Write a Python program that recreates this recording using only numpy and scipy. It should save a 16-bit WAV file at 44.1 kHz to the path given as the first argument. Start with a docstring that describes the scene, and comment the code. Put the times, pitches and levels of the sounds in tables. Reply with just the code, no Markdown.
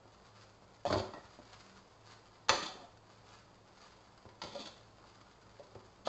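"""Stir-frying rice in a wok

Struck modes: a metal spatula knocks and clanks on the pan, and the wok bumps on its support.
Stick-slip friction: the blade scrapes along the pan, as filtered clicks, and at moments squeaks, as gliding tones.
Granular noise: the rice rustles and sizzles softly. All of this echoes in a small, hard-walled kitchen.
Beneath it go on the shaped noise of a gas burner and the wavering sines of a faint motor hum."""
import sys
import numpy as np
from scipy import signal
from scipy.fft import rfft, irfft, next_fast_len
from scipy.io import wavfile

SR = 44100
rng = np.random.default_rng(int(sys.argv[2]) if len(sys.argv) > 2 else 0)


def unload_audio(sound):
    """Save the sound as a 16-bit wav file, at the path given as the first command line argument."""
    columns = np.transpose(np.atleast_2d(sound))
    # keep every value between -1 and 1, then stretch to whole-number steps
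    steps = np.round(np.clip(columns, -1, 1) * 32767)
    wavfile.write(sys.argv[1], SR, steps.astype(np.int16))


N = 268107
TIME = np.arange(N) / SR
RING_TIME = TIME[:SR // 4]


def from_db(db):
    """Logarithmic level: decibels to amplitude gain."""
    return 10 ** (np.asarray(db) / 20)


def rms_one(x):
    """Power normalisation: scale to rms 1."""
    return x / np.sqrt(np.mean(x ** 2) + 1e-20)


def energy_one(x):
    """Energy normalisation: scale the sum of squares to 1."""
    return x / np.sqrt(np.sum(x ** 2) + 1e-20)


def at_hz(points, hz):
    """Logarithmic frequency scale: interpolate a table between its frequencies."""
    known_hz, values = np.transpose(points)
    return np.interp(np.log(np.maximum(hz, 1)), np.log(known_hz), values)


def colour(x, spectrum):
    """Spectral shaping: weight each frequency of a signal by a table; rms 1."""
    size = next_fast_len(len(x))
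    gain = from_db(at_hz(spectrum, np.fft.rfftfreq(size, 1 / SR)))
    return rms_one(irfft(rfft(x, size) * gain, size)[:len(x)])


def drift(rate):
    """Slow random modulation: straight lines between `rate` random knots a second; rms 1."""
    knots = np.arange(0, TIME[-1] + 1, 1 / rate)
    return rms_one(np.interp(TIME, knots, rng.standard_normal(len(knots))))


def dying(t, t60):
    """Exponential damping: from 1 down by 60 dB in t60 seconds."""
    return np.exp(-np.log(1000) * t / max(t60, 1e-4))


def through(x, response):
    """Linear superposition: convolve a signal with an impulse response."""
    return signal.fftconvolve(x, response)[:len(x)]


def above(x, hz):
    """Radiation efficiency: a small body radiates little below its corner."""
    return signal.sosfilt(signal.butter(2, hz, "high", fs=SR, output="sos"), x)


def ringing(modes, vary_db):
    """Modal excitation: one striking spot gives each mode its own strength and sign; energy 1."""
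    ring = 0
    for hz, db, t60 in modes:
        mode = energy_one(np.sin(2 * np.pi * hz * RING_TIME) * dying(RING_TIME, t60))
        strength = from_db(db + vary_db * rng.standard_normal())
        ring = ring + strength * rng.choice([-1, 1]) * mode
    return energy_one(ring)


def push(hz, width_hz):
    """Cushioned contact: an oscillation that swells and dies, faster for a larger width; energy 1."""
    age = np.pi * width_hz * RING_TIME
    return energy_one(age * np.exp(-np.minimum(age, 200)) * np.sin(2 * np.pi * hz * RING_TIME))


def grains(per_s, spread_db):
    """Shot noise: tiny random impulses of uneven size; rms 1."""
    sizes = from_db(spread_db * np.minimum(rng.exponential(1, N), 4)) * rng.choice([-1, 1], N)
    return rms_one(sizes * (rng.random(N) < per_s / SR))


def add(out, s, db, sound):
    """Level of a transient: mix in a sound of energy 1 at time s, db being its rms over 8 ms."""
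    start = int(s * SR)
    gain = from_db(db) * np.sqrt(.008 * SR)
    part = out[start:start + len(sound)]
    part += gain * sound[:len(part)]


# Vibration modes of the bowl, damped by the rice: pitch_hz, mean relative level_db, t60_s
BOWL_MODES = [(221, -5.5, 0.52), (305.5, -4.5, 0.75), (379.4, 3, 0.48), (587.4, 5, 0.076), (667, -6, .1),
              (811, -2.5, 0.11), (890, -4.5, 0.4), (927, -9, 0.093), (988, 5, 0.11), (1037, 0.5, 0.21),
              (1080, -6, 0.094), (1253, -9, 0.097), (1380, -18.5, 0.06), (1743, -4.5, 0.14),
              (1975, -12, 0.13)]


def bowl(hz, width_hz, bowl_db=-5, bowl_low_hz=170):
    """Impact response: one contact and the modal ring that it leaves in the bowl; energy 1."""
    contact = energy_one(above(push(hz, width_hz), bowl_low_hz))
    ring = energy_one(through(contact, ringing(BOWL_MODES, vary_db=4.5)))
    return energy_one(contact + from_db(bowl_db) * ring)


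# Bright ring of blade against pan: pitch_hz, mean relative level_db, t60_s
BLADE_RING_MODES = [(1380, 6.5, 0.011), (1632, 0.5, 0.015), (1940, -7.5, 0.066), (2194, -10.5, .035),
                    (2648, -5, 0.022), (2733, 1.5, 0.016), (2960, -14.5, 0.0082), (3320, -22.5, 0.044),
                    (3456, -0.5, 0.014), (3614, -11.5, 0.013), (3710, 2, 0.011), (4000, -16.5, .012),
                    (4880, -4.5, 0.021), (4545, 7.5, 0.014), (4720, -10.5, 0.012), (6090, -0.5, 0.0086),
                    (7040, -0.5, 0.012)]
# Noise spectrum of the edge cracking on metal: frequency_hz, relative level_db per Hz
CRACK_SPECTRUM = [(900, -23.5), (1600, 2.5), (2400, 3), (3500, 2.5), (4900, 7), (5500, -8.5), (6400, -0.5),
                  (7200, -40), (8200, -11.5)]


def clink(ring_db=-4, crack_db=-1, crack_t60=0.017):
    """Hard impact: a noisy crack of the edge and the bright modes of the blade; energy 1."""
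    landing = 1 - np.exp(-RING_TIME / .0012)  # rice under the edge cushions the touch
    noise = colour(rng.standard_normal(len(RING_TIME)), CRACK_SPECTRUM)
    crack = energy_one(noise * dying(RING_TIME, crack_t60))
    ring = ringing(BLADE_RING_MODES, vary_db=6.5)
    return energy_one(landing * (from_db(crack_db) * crack + from_db(ring_db) * ring))


# The spatula lands through a layer of rice, a dull "tok": start_s, level_db of the first touch, pitch_hz
RICE_KNOCKS = [(0.852, -32, 695), (0.902, -37.5, 1107), (0.940, -33.5, 663), (1.001, -39.5, 626),
               (2.499, -31, 577), (4.554, -43, 597), (5.596, -49, 567), (6.072, -31.5, 600)]
KNOCK_WIDTH_HZ, REBOUND_S, REBOUND_LOSS_DB = 258, 0.0072, 6


def knocks(clink_db=-18):
    """Soft impact with rebound: a cushioned landing sounds the bowl, hardly the springy blade, twice."""
    out = np.zeros(N)
    for s, db, hz in RICE_KNOCKS:
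        for touch in range(2):
            sound = bowl(hz, KNOCK_WIDTH_HZ) + from_db(clink_db) * clink()
            add(out, s + touch * REBOUND_S, db - touch * REBOUND_LOSS_DB, sound)
    return out


# The bare edge strikes bare metal: start_s, blade clink level_db, bowl level_db, both of the first touch
METAL_CLANKS = [(0.742, -70, -86), (0.926, -39.5, -40.5), (0.994, -48.5, -46.5), (1.136, -59, -47),
                (1.541, -61.5, -59.5), (2.485, -43, -48), (2.493, -24, -26), (4.289, -63, -64.5),
                (4.417, -44, -45), (4.436, -49.5, -61), (4.657, -53.5, -73), (4.777, -66.5, -67),
                (5.040, -70, -60.5), (5.212, -63.5, -62), (6.073, -56, -41.5)]
CLANK_HZ, CLANK_WIDTH_HZ, CHATTER_S, CHATTER_LOSS_DB = 1020, 450, 0.0023, 5


def clanks(pitch_spread=0.21):
    """Contact chatter: three quick touches, each weaker and on its own random spot."""
    out = np.zeros(N)
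    for s, clink_db, bowl_db in METAL_CLANKS:
        for touch in range(3):
            at, loss_db = s + touch * CHATTER_S, touch * CHATTER_LOSS_DB
            add(out, at, clink_db - loss_db, clink())
            spot = rng.uniform(-1, 1)
            hz = CLANK_HZ * np.exp(pitch_spread * spot)
            add(out, at, bowl_db - loss_db, bowl(hz, CLANK_WIDTH_HZ))
    return out


# The wok bumps on its support: start_s, knock level_db, low thump level_db
SUPPORT_BUMPS = [(0.056, -61.5, -64), (0.622, -62.5, -65), (0.871, -51, -42), (0.906, -34, -40),
                 (0.928, -30.5, -40), (0.958, -32.5, -38), (0.997, -49, -44.5), (1.242, -65, -61),
                 (1.389, -51, -70), (2.497, -38, -42.5), (4.254, -51, -53), (4.438, -48, -54.5),
                 (5.754, -48, -53)]
BUMP_HZ, BUMP_WIDTH_HZ = 444, 1030


def bumps(thump_hz=98, thump_width_hz=42, thump_low_hz=52,
          settle_s=0.00896, settle_db=-5, settle_hz=290, settle_width_hz=260):
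    """Collision of heavy bodies: a knock and a low thump, then a softer touch as the wok settles."""
    out = np.zeros(N)
    thump = energy_one(above(push(thump_hz, thump_width_hz), thump_low_hz))
    for s, knock_db, thump_db in SUPPORT_BUMPS:
        add(out, s, knock_db, bowl(BUMP_HZ, BUMP_WIDTH_HZ))
        add(out, s, thump_db, thump)
        settle_at = s + settle_s * rng.uniform(0.794, 1.167)
        add(out, settle_at, knock_db + settle_db, bowl(settle_hz, settle_width_hz, bowl_db=-7.5))
    return out


# The blade slides along the pan: start_s, length_s, bright rasp level_db and dull grind level_db
# (both before the pressure changes), pressure change_db over the stroke
SCRAPE_STROKES = [(0.857, 0.13, -50.5, -42.5, -1), (1.137, 0.044, -73, -45, -6.5),
                  (2.50, 0.11, -41.5, -38, -12), (2.623, 0.063, -43.5, -49, -6.5),
                  (2.736, 0.13, -69.5, -55, -6), (4.415, 0.12, -56.5, -53, -2),
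                  (4.546, 0.14, -54, -55.5, 1.5), (6.051, 0.046, -50, -60, 6)]
# Spectrum of the bright rasp: frequency_hz, relative level_db per Hz
RASP_SPECTRUM = [(1200, -9), (1700, -15.5), (2200, -8), (2800, -5.5), (3300, 7.5), (3650, 1.5), (4050, 3.5),
                 (4450, 8.5), (4950, -3.5), (5400, -5.5), (6400, -10.5), (7500, -9.5), (8200, -19)]
# Spectrum of the dull grind: frequency_hz, relative level_db per Hz
GRIND_SPECTRUM = [(70, -21.5), (200, 2.5), (400, -2), (700, 2), (1100, -8), (1500, -8.5), (2000, -20),
                  (3000, -40)]
STROKE_ATTACK_S, STROKE_RELEASE_T60 = 0.006, 0.057
UNLOAD_DB_PER_S = 43.5  # the grind fades as the rice slides off the blade


def scrapes(slips_per_s=1500, judder_db=5.0, blade_db=-8, bowl_db=-5):
    """Stick-slip friction: dense clicks of uneven strength rasp on the blade and grind in the bowl."""
    judder = from_db(judder_db * np.tanh(drift(rate=120)))
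    slips = grains(slips_per_s, spread_db=0.0) * judder
    blade_ring = rms_one(through(slips, ringing(BLADE_RING_MODES, vary_db=0.5)))
    bright = rms_one(colour(slips, RASP_SPECTRUM) + from_db(blade_db) * blade_ring)
    bowl_ring = rms_one(through(slips, ringing(BOWL_MODES, vary_db=2.5)))
    dull = rms_one(colour(slips, GRIND_SPECTRUM) + from_db(bowl_db) * bowl_ring)
    out = np.zeros(N)
    for start, length, rasp_db, grind_db, change_db in SCRAPE_STROKES:
        age = np.maximum(TIME - start, 0)
        release = dying(np.maximum(age - length, 0), STROKE_RELEASE_T60)
        contact = np.minimum(age / STROKE_ATTACK_S, 1) * release
        pressure = contact * from_db(change_db * np.minimum(age / length, 1))
        rasp = bright * from_db(rasp_db)
        grind = dull * from_db(grind_db - UNLOAD_DB_PER_S * age)
        out += pressure * (rasp + grind)
    return out


# The edge catches and sings briefly: start_s, end_s, mean start pitch_hz, mean end pitch_hz,
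# level_db at the middle
EDGE_SQUEAKS = [(1.130, 1.185, 1910, 1906, -61.5), (2.682, 2.719, 770, 742, -55),
                (2.756, 2.805, 785, 702, -59), (2.823, 2.856, 670, 693, -57.5)]


def squeaks():
    """Periodic stick-slip: slips that fall into step are heard as a rough, gliding tone."""
    out = np.zeros(N)
    waver = 1 + .02 * drift(rate=300)
    flutter = rms_one(1 + .6 * drift(rate=250))
    for start, end, from_hz, to_hz, db in EDGE_SQUEAKS:
        along = np.clip((TIME - start) / (end - start), 0, 1)
        hz = (from_hz + (to_hz - from_hz) * along) * waver
        swell = 2 * np.sqrt(along * (1 - along))
        tone = np.sqrt(2) * np.sin(2 * np.pi * np.cumsum(hz) / SR)
        out += from_db(db) * swell * flutter * tone
    return out


# A spatula-load of rice is turned or falls back: peak_s, level_db added in power at the peak, rise spread_s
RICE_SWISHES = [(0.40, -61.5, 0.033), (1.29, -65.5, 0.068), (1.61, -64, 0.13), (2.10, -58.5, 0.035),
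                (3.332, -60, 0.046), (3.83, -63, 0.075), (5.13, -68, 0.052), (5.58, -74, 0.05)]
# Spectrum of the rustle and sizzle: frequency_hz, relative level_db per Hz
RICE_SPECTRUM = [(200, -6.5), (600, -1.5), (1300, 5), (2000, -3), (3000, -4), (4000, -3.5), (4650, 0),
                 (5050, -3), (5450, -9), (6800, -7), (7700, -12.5), (8300, -30)]
SIZZLE_DB = -70
SWISH_FALL_RATIO = 1.14  # the rice settles more slowly than it is lifted


def rice(grains_per_s=2000, fizz_db=-5, clump_db=3.44):
    """Granular noise: moist grains part and fall in clumps, over the fine sizzle of the hot pan."""
    power = from_db(SIZZLE_DB) ** 2
    for s, db, spread_s in RICE_SWISHES:
        width_s = spread_s * np.where(TIME < s, 1, SWISH_FALL_RATIO)
        power = power + from_db(db) ** 2 * np.exp(-((TIME - s) / width_s) ** 2)
    falling = grains(grains_per_s, spread_db=4.5) * from_db(clump_db * drift(rate=79))
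    crackle = falling + from_db(fizz_db) * rng.standard_normal(N)
    return np.sqrt(power) * colour(crackle, RICE_SPECTRUM)


# Decay of the kitchen's reverberation: frequency_hz, t60_s
KITCHEN_DECAY = [(100, 0.47), (500, 0.43), (1200, 0.6), (4000, 0.47), (8000, 0.53)]


def reflections(x, near_db=-4, near_t60=0.096, tail_db=-5, build_s=0.015):
    """Room acoustics: quick returns off splashback and worktop, then a diffuse decaying tail."""
    t = TIME[:SR]
    edges = np.geomspace(40, 12000, 9)
    tail = 0
    for low, high in zip(edges, edges[1:]):
        band_filter = signal.butter(2, [low, high], "band", fs=SR, output="sos")
        band = signal.sosfilt(band_filter, rng.standard_normal(len(t)))
        tail = tail + band * dying(t, at_hz(KITCHEN_DECAY, np.sqrt(low * high)))
    # the tail gets the share of white-noise energy below its top edge
    tail = energy_one(tail * (1 - np.exp(-t / build_s))) * np.sqrt(2 * edges[-1] / SR)
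    near = energy_one(rng.standard_normal(len(t)) * dying(t, near_t60) * (t > .002))
    return through(x, from_db(near_db) * near + from_db(tail_db) * tail)


# Spectrum of the burner's rush: frequency_hz, relative level_db per Hz
BURNER_SPECTRUM = [(20, -13.5), (40, -15.5), (55, -7.5), (80, -11.5), (110, -8.5), (140, -10), (200, -12.5),
                   (260, -13), (400, -11), (650, -12), (1050, -14), (1500, -25), (2200, -29.5), (4000, -38)]
BURNER_DB = -63.5  # mean level
# Partials of the motor hum: mean pitch_hz, level_db (rms)
MOTOR_HUM = [(53.8, -79.5), (107.4, -70), (193.8, -76)]


def stove():
    """Broadband and tonal noise: the burner's soft rush and the unsteady partials of a fan motor."""
    level = from_db(BURNER_DB + .6 * drift(rate=25))
    rush = level * colour(rng.standard_normal(N), BURNER_SPECTRUM)
    hum = 0
    for hz, db in MOTOR_HUM:
        swell = 1 + .45 * drift(rate=9)
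        wander = .55 * drift(rate=8)  # phase, radians
        hum = hum + from_db(db) * rms_one(swell * np.sin(2 * np.pi * hz * TIME + wander))
    return rush + hum


def scene():
    """Superposition: everything in the wok sounds through the kitchen, over the stove."""
    wok = knocks() + clanks() + bumps() + scrapes() + squeaks() + rice()
    # the point of contact travels round the pan, so its echo paths keep changing
    travel = 2 * np.pi * 4 * TIME
    room = reflections(wok * np.cos(travel)) + reflections(wok * np.sin(travel))
    return (wok + room + stove())[None, :]


CUTOFF_HZ = 7900


def record(dry):
    """Band limitation: a steep low-pass filter cuts the top of the spectrum."""
    return signal.sosfilt(signal.cheby1(12, .2, CUTOFF_HZ, fs=SR, output="sos"), dry)


dry = scene()
out = record(dry)
unload_audio(out)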